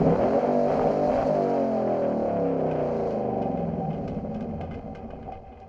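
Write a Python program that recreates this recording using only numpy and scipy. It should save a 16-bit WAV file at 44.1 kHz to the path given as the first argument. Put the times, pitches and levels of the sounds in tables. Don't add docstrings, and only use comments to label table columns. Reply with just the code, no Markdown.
import sys
import numpy as np
from scipy import signal
from scipy.fft import rfft, irfft
from scipy.io import wavfile
from scipy.ndimage import uniform_filter1d

SR = 44100
rng = np.random.default_rng(int(sys.argv[2]) if len(sys.argv) > 2 else 0)


def unload_audio(sound):
    columns = np.transpose(np.atleast_2d(sound))
    steps = np.round(np.clip(columns, -1, 1) * 32767)
    wavfile.write(sys.argv[1], SR, steps.astype(np.int16))


N = 250648
T = np.arange(N) / SR
HZ = np.fft.rfftfreq(2 * N, 1 / SR)

# [t/s, rate/Hz]
CYCLE_RATE = [(0.0, 28.0), (0.2, 39.0), (0.41, 50.0), (0.64, 48.2), (0.79, 51.6), (1.04, 49.1),
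              (1.21, 52.3), (1.32, 50.1), (1.8, 43.0), (2.16, 38.1), (2.52, 33.5), (3.6, 21.4), (4.0, 18.0),
              (4.4, 15.1), (4.7, 13.8), (5.05, 11.6), (5.68, 10.4)]
# [opens/s, closes/s, opening/0-1]
THROTTLE_STABS = [(-0.05, 0.459, 0.7), (0.655, 0.899, 0.99), (1.057, 1.284, 1.0)]
# [t/s, boom/dB, bark/dB]
ENGINE_LEVEL = [(0.0, -22, -24), (0.11, -20.5, -23), (0.15, -28.5, -23), (0.55, -28.5, -23.5),
                (1.53, -30.5, -24), (1.71, -29, -27), (1.99, -34, -24.5), (2.18, -28.5, -28),
                (2.26, -36, -26.5), (2.36, -29, -26), (3.1, -34.5, -27.5), (3.42, -31, -29.5),
                (3.75, -29.5, -34), (4.15, -32.5, -36.5), (4.5, -32.5, -38), (4.85, -38, -42),
                (5.27, -43.5, -43), (5.33, -48.5, -42), (5.39, -49, -48.5), (5.68, -53.5, -49.5)]
ORDER_REVS_HZ = [17, 23, 30, 39, 49]
# [multiple of cycle rate, then relative level/dB at each of ORDER_REVS_HZ]
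ORDER_LEVELS = [(1, 2, -11, -14, -14, -17), (2, 12, -14, -1, -16, -9), (3, 3, 10, 0, 14, -1),
                (4, 5, 8, 7, -9, -8), (5, 10, 20, 4, 2, -1), (6, 16, 11, -4, -5, 5), (7, 13, 8, -16, 0, -4),
                (8, 20, 11, 5, 2, -2), (9, 11, 7, 2, -1, 0), (10, 10, -2, -7, 0, -6),
                (11, 10, 8, 0, -15, -3), (12, 4, -1, -2, -7, 2), (13, 6, -4, -3, -7, -2),
                (14, 6, -1, 2, 0, -2), (15, 0, -6, -6, 1, 2), (16, 6, -1, -5, -6, -10),
                (17, 5, -2, 1, -1, -7), (18, -10, -14, -11, -5, -1), (19, -5, -4, -4, 1, -8),
                (20, -5, -8, -2, -7, -2), (21, -2, -17, -5, -6, -6), (22, -2, -10, -1, -9, -5),
                (23, -11, -12, -3, -5, -8), (24, -12, -8, -11, -9, -6)]
# [f/Hz, nominal width/Hz, relative level/dB]
CAB_MODES = [(53, 60, -13.5), (85.9, 4, -4.5), (127, 9.7, -18.5), (165.3, 18, -3), (222.3, 30.7, 1.5),
             (267.4, 26, -1.3), (336.5, 18, -8), (393.7, 35, -0.6), (482.4, 39, 4.5), (559.7, 18, 5.5),
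             (594.7, 42, 1.3), (682.5, 90, -1), (778.6, 36, -3.5), (920, 61, -15.5), (1012, 14, -12.5),
             (1147, 792, -22)]
# [t/s, level/dB]
TYRE_LEVEL = [(2.3, -24), (3.0, -17), (3.6, -11), (4.5, -5), (5.0, 1)]
CYLINDER_DB = [-5.5, -15.5, -4, -10, -16, -8, -12, -21]
# [f/Hz, relative density/dB]
RASP_SPECTRUM = [(400,-5.5),(850,4.5),(1000,-2.5),(1300,-5.5),(1600,-7),(1850,-12.5),(2050,-10),(2500,-12),(2800,-17.5),(3200,-17.5),(3600,-33)]
# [f/Hz, relative density/dB]
HISS_SPECTRUM = [(2800,-28.5),(3600,-7),(4200,2.5),(5500,-2.5),(7000,-8),(7700,-18.5),(9700,-18),(10600,-30),(11400,-19.5),(12200,-32.5),(13000,-31.5),(14000,-26)]
# [t/s, level/dB]
HISS_LEVEL = [(0, -62), (0.2, -60), (1.3, -58.5), (2.05, -65), (2.58, -69.5), (3.08, -63), (3.27, -71.5),
              (4.9, -78), (5.68, -81.5)]
# [middle t/s, half length/s, added share/dB]
RASP_SURGES = [(0.8, 0.03, -20), (1.19, 0.05, -15), (2.78, 0.066, -8)]
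# [f/Hz, relative density/dB]
CRACK_SPECTRUM = [(680, 2.5), (780, 6.5), (950, -0.5), (1250, -3.5), (1550, -10), (1800, -17),
                  (2600, -21.5)]
# [t/s, level against bark/dB]
CRACK_LEVEL = [(0, -19), (1.25, -27.5), (2.0, -26), (2.85, -18.5), (3.5, -33), (5.68, -17.5)]
# [t/s, peak level/dB]
POPS = [(0.16, -21.5), (0.193, -30.5), (0.238, -24), (0.3095, -24.5), (0.334, -23), (0.795, -17.5),
        (1.188, -24.5), (1.227, -22)]
# [t/s, level/dB]
FLOOR_RUMBLE = [(0.0, -55), (3.2, -57), (3.5, -54), (5.3, -44), (5.68, -53.5)]
# [middle t/s, half length/s, peak gain/dB]
FLOOR_SHUDDERS = [(0.04, 0.24, -37.5), (0.8, 0.091, -40), (1.18, 0.09, -38), (2.24, 0.073, -47)]
# [middle t/s, half length/s, added peak gain/dB]
PANEL_SWELLS = [(3.45, 0.17, -38), (3.84, 0.061, -35)]
# [t/s, relative level/dB]
SHELL_BUMPS = [(4.609, -23.5), (4.629, -23.5), (5.286, -24.5), (5.321, -23), (5.334, -36)]
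# [t/s, relative level/dB, contact hardness/dB]
METAL_JOLTS = [(2.7127, -36.5, -23.5), (3.107, -41.5, -17), (3.4182, -39.5, -21), (3.573, -41.5, -32),
               (3.904, -45, -24), (3.93, -42.5, -26), (4.0777, -37.5, -18.5), (4.146, -47.5, -26),
               (4.343, -42.5, -20), (4.407, -44.5, -19), (4.6086, -35.5, -26), (4.7102, -37.5, -26),
               (4.7415, -44, -23), (4.9488, -41.5, -22), (5.105, -45, -26), (5.229, -48.5, -29),
               (5.3196, -43.5, -24), (5.5195, -50, -38), (5.6005, -62, -7)]
# [f/Hz, relative density/dB]
TIN_SPECTRUM = [(900,-7.5),(1200,11),(1400,-9),(1600,7),(1850,-15),(2080,9.5),(2300,-7),(2500,8.5),(2750,-6.5),(3100,1),(3600,-18)]
# [f/Hz, relative density/dB]
EDGE_SPECTRUM = [(3600,-8),(4200,-2),(5300,-2.5),(7000,-13),(7800,-19),(9700,-37),(12000,-40)]
# [f/Hz before detuning, mean level/dB, t60/s]
TIN_MODES = [(1220, 6.5, 0.033), (1540, -2, 0.057), (1520, 6.5, 0.068), (2060, -16, 0.046),
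             (2120, -13.5, 0.074), (2510, -3, 0.087), (2950, -3.5, 0.14), (2980, -12, 0.042),
             (3460, -8.5, 0.067)]

THROTTLE_ATTACK_S, THROTTLE_RELEASE_S = 0.018, 0.056
COAST_ROUGH, THROTTLE_ROUGH, IDLE_ROUGH = 0.1, 0.72, 0.76
IDLE_HZ, STUMBLE_HZ = 11.92, 4.2
SPEED_WOBBLE = 0.01594
LUG_HZ, LUG_DB_PER_HALF_OCTAVE = 46, 2
BOOM_THROTTLE_DB, HISS_THROTTLE_DB = -1.5, 1.5
RASP_UNDER_BARK_DB, RASP_ROUGH_DB = -21, 5
RASP_DB_PER_OCTAVE = 1
CRACK_JITTER_S = 0.00009
PANEL_DB = -50
TOP_HZ = 13800


def undb(db):
    return 10 ** (np.asarray(db) / 20)


def curves(table):
    s, *columns = np.transpose(table)
    return [np.interp(T, s, column) for column in columns]


def swells(table):
    return sum(undb(db) * np.exp(-((T - s) / half_s) ** 2) for s, half_s, db in table)


def unit(x):
    return x / np.sqrt(np.mean(x ** 2))


def even(x, size=8000):
    power = uniform_filter1d(uniform_filter1d(x ** 2, size), size // 2)
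    return x / np.sqrt(power + 1e-18)


def noise():
    return rng.standard_normal(N)


def walk(rate_hz):
    return np.interp(T * rate_hz, np.arange(4000), 1.133 * rng.standard_normal(4000))


def ring(x, gain):
    cepstrum = irfft(np.log(gain + 1e-6))
    cepstrum[1:N] *= 2
    cepstrum[N + 1:] = 0
    return irfft(rfft(x, 2 * N) * np.exp(rfft(cepstrum)))[:N]


def colour(points):
    hz, db = np.transpose(points)
    gain = undb(np.interp(np.log(HZ + 1), np.log(hz), db))
    return gain / (1 + (0.72 * hz[0] / (HZ + 1)) ** 6 + (0.89 * HZ / hz[-1]) ** 6)


def resonances(modes):
    return np.sqrt(sum(undb(2 * db) / (1 + ((HZ - hz) / (0.68 * width)) ** 2) ** 2
                       for hz, width, db in modes))


def clicks(times_s, sizes):
    return np.bincount(np.clip(np.asarray(times_s) * SR, 0, N - 1).astype(int), sizes, N)


def throttle():
    pedal = 0
    for opens, closes, opening in THROTTLE_STABS:
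        rise = 1 - np.exp(-np.maximum(T - opens, 0) / THROTTLE_ATTACK_S)
        release = np.exp(-np.maximum(T - closes, 0) / THROTTLE_RELEASE_S)
        pedal = pedal + opening * rise * release
    return pedal


def roughness(revs_hz, pedal):
    idling = np.exp(-np.maximum(revs_hz - IDLE_HZ, 0) / STUMBLE_HZ)
    loaded = (THROTTLE_ROUGH - COAST_ROUGH) * pedal
    return np.clip(COAST_ROUGH + loaded + (IDLE_ROUGH - COAST_ROUGH) * idling, 0, .95)


def exhaust(turn, revs_hz, pedal, rough, waver_db=3.5, load_waver_db=2, burble_db=4.0, drift=0.044,
            load_drift=0.12, phase_spread=0.72, high_db=-7, fall_db=0.2, count=42):
    levels = [np.interp(revs_hz, ORDER_REVS_HZ, row[1:]) for row in ORDER_LEVELS]
    levels += [high_db - fall_db * k for k in range(count - len(levels))]

    lug_db = LUG_DB_PER_HALF_OCTAVE * pedal * np.maximum(2 * np.log2(LUG_HZ / revs_hz), 0)
    firing = len(CYLINDER_DB) - 1
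    below = [db - lug_db for db in levels[:firing]]
    levels = below + [levels[firing] + .5 * lug_db] + levels[firing + 1:]

    stack = 0
    for k, db in enumerate(levels):
        wander = (drift + load_drift * pedal) * min(k / 10, 1)
        phase = (k + 1) * turn + phase_spread * rng.random() + wander * walk(14)
        order_db = db + waver_db * walk(5 + k / 2) + load_waver_db * rough * walk(15)
        stack = stack + undb(order_db) * np.cos(2 * np.pi * phase)
    stack = stack * undb(burble_db * rough * walk(45))

    firings_s = np.interp(np.arange(0, turn[-1], 1 / 8), turn, T)
    scatter = clicks(firings_s, rng.standard_normal(len(firings_s))) + 0.023 * noise()
    cab = resonances(CAB_MODES)
    burst = colour([(40, -16.5), (120, -5.5), (165, -6), (235, -3.0), (400, -3.5), (600, -0.5),
                    (780, 1), (1400, -1.0)])
    steady = even(ring(stack, cab)) * np.sqrt(1 - rough ** 2)
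    return steady + rough * even(ring(scatter, cab * burst))


def cab_sound(engine, boom_db, bark_db, split_hz=315):
    tread = colour([(60, -12.5), (115, -4.5), (160, -11.0), (225, 4.0), (280, -0.5), (390, 2.5),
                    (560, -4.0), (780, 2.0), (900, -2.0), (1300, -9.0)])
    tyres = even(ring(noise() * undb(2.9 * walk(35)), resonances(CAB_MODES) * tread))
    spectrum = rfft(engine + tyres * undb(curves(TYRE_LEVEL)[0]), 2 * N)
    low = 1 / (1 + (HZ / split_hz) ** 12)
    boom = irfft(spectrum * low)[:N]
    bark = irfft(spectrum * (1 - low))[:N]
    return even(boom) * undb(boom_db) + even(bark) * undb(bark_db)


def firing_cracks(turn, rough, level_db, scatter_db=3):
    count = len(CYLINDER_DB)
    times_s = np.interp(np.arange(0, turn[-1], 1 / count), turn, T)
    times_s = times_s + CRACK_JITTER_S * rng.standard_normal(len(times_s))
    scatter = scatter_db * np.interp(times_s, T, rough) * rng.standard_normal(len(times_s))
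    db = np.resize(CYLINDER_DB, len(times_s)) + scatter
    pipe = colour(CRACK_SPECTRUM)
    pops_s, pop_db = np.transpose(POPS)
    pop_peak = np.abs(ring(clicks([0], [1.]), pipe)).max()
    pops = ring(clicks(pops_s, undb(pop_db)), pipe) / pop_peak
    return even(ring(clicks(times_s, undb(db)), pipe)) * undb(level_db) - pops


def gas(turn, rasp_db, hiss_db, puff_db=9, puff_length=0.87, hiss_throb=0.31):
    firing, since = np.divmod(turn * len(CYLINDER_DB), 1)
    cylinder_db = np.take(CYLINDER_DB, firing.astype(int), mode="wrap")
    puffs = 1 + undb(puff_db + cylinder_db) * np.exp(-since / puff_length)
    rasp = unit(ring(noise() * puffs * undb(1.5 * walk(40)), colour(RASP_SPECTRUM)))
    hiss = unit(ring(noise() * puffs ** hiss_throb * undb(0.94 * walk(40)), colour(HISS_SPECTRUM)))
    return rasp * undb(rasp_db) * (1 + swells(RASP_SURGES)) + hiss * undb(hiss_db)


def body():
    shake = np.hypot(undb(curves(FLOOR_RUMBLE)[0]), swells(FLOOR_SHUDDERS))
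    floor_colour = colour([(12, -5.0), (30, -4.5), (55, -0.5), (85, -2.0), (130, -5.5)])
    floor = even(ring(noise(), floor_colour)) * shake
    panel = even(ring(noise(), resonances([(774.6, 29.0, 0.0017)])), size=4000)
    panel = panel * (undb(PANEL_DB) + swells(PANEL_SWELLS))
    bumps_s, db = np.transpose(SHELL_BUMPS)
    shell = resonances([(326, 25, -11), (545, 12, -4.5), (665, 58, -5.5), (760, 38, 2.0)])
    knock = ring(clicks([0], [1.]), shell)
    knocks = ring(clicks(bumps_s, undb(db - 4.5)), shell) / np.abs(knock).max()
    return floor + panel + knocks


def rattles(decay_s=0.031, strike_s=0.004, strike_db=2, grain_db=3.2, peak_db=-14, edge_db=10,
            loose_db=-60):
    jolts, edges = 0, 0
    for s, db, hard_db in METAL_JOLTS:
        since = np.abs(T - s)
        decay = np.exp(-since / decay_s) + undb(strike_db) * np.exp(-since / strike_s)
        jolt = undb(db + peak_db) * (T >= s) * decay
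        jolts = jolts + jolt
        edges = edges + jolt * undb(hard_db + edge_db)
    loose = undb(loose_db + 1.9 * walk(35))
    loose = loose * np.interp(T, [2.4, 3.5, 4.8, 5.68], [0.13, 0.66, 0.44, 0.4])
    contacts = unit(noise() * undb(grain_db * walk(450)))
    chatter = ring(contacts * (jolts + loose), unit(colour(TIN_SPECTRUM)))
    return chatter + ring(contacts * edges, unit(colour(EDGE_SPECTRUM)))


def clanks(peak_db=-17, vary_db=3.5, bounce_s=0.012, bounce_db=-6.5, count=4):
    out, t = np.zeros(N + SR), T[:SR // 5]
    hz, mode_db, t60_s = np.transpose(TIN_MODES)[:, :, None]
    for s, db, _ in METAL_JOLTS:
        for k in range(count):
            mix, detune = rng.standard_normal((2, len(hz), 1))
            tones = np.sin(2 * np.pi * hz * (1 + .008 * detune) * t)
            modes = undb(mode_db + vary_db * mix) * tones * np.exp(-np.log(1000) * t / t60_s)
            contact = (np.sign(detune) * modes).sum(0)
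            start = int(s * SR)
            out[start:start + len(t)] += undb(db + peak_db + k * bounce_db) * contact
            s = s + bounce_s * (.5 + rng.random())
    return out[:N]


def scene():
    revs_hz, pedal = curves(CYCLE_RATE)[0], throttle()
    rough = roughness(revs_hz, pedal)
    turn = np.cumsum(revs_hz * (1 + SPEED_WOBBLE * rough * walk(25))) / SR
    boom_db, bark_db = curves(ENGINE_LEVEL)
    rasp_db = bark_db + RASP_UNDER_BARK_DB + RASP_ROUGH_DB * rough
    rasp_db = rasp_db + RASP_DB_PER_OCTAVE * np.log2(revs_hz / IDLE_HZ)
    hiss_db = curves(HISS_LEVEL)[0] + HISS_THROTTLE_DB * pedal
    boom_db = boom_db + BOOM_THROTTLE_DB * pedal
    engine = cab_sound(exhaust(turn, revs_hz, pedal, rough), boom_db, bark_db)
    cracks = firing_cracks(turn, rough, bark_db + curves(CRACK_LEVEL)[0])
    mix = engine + cracks + gas(turn, rasp_db, hiss_db) + body() + rattles() + clanks()
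    return mix[None]


def record(dry):
    return signal.sosfilt(signal.ellip(8, .2, 70, TOP_HZ, fs=SR, output="sos"), dry)


dry = scene()
out = record(dry)
unload_audio(out)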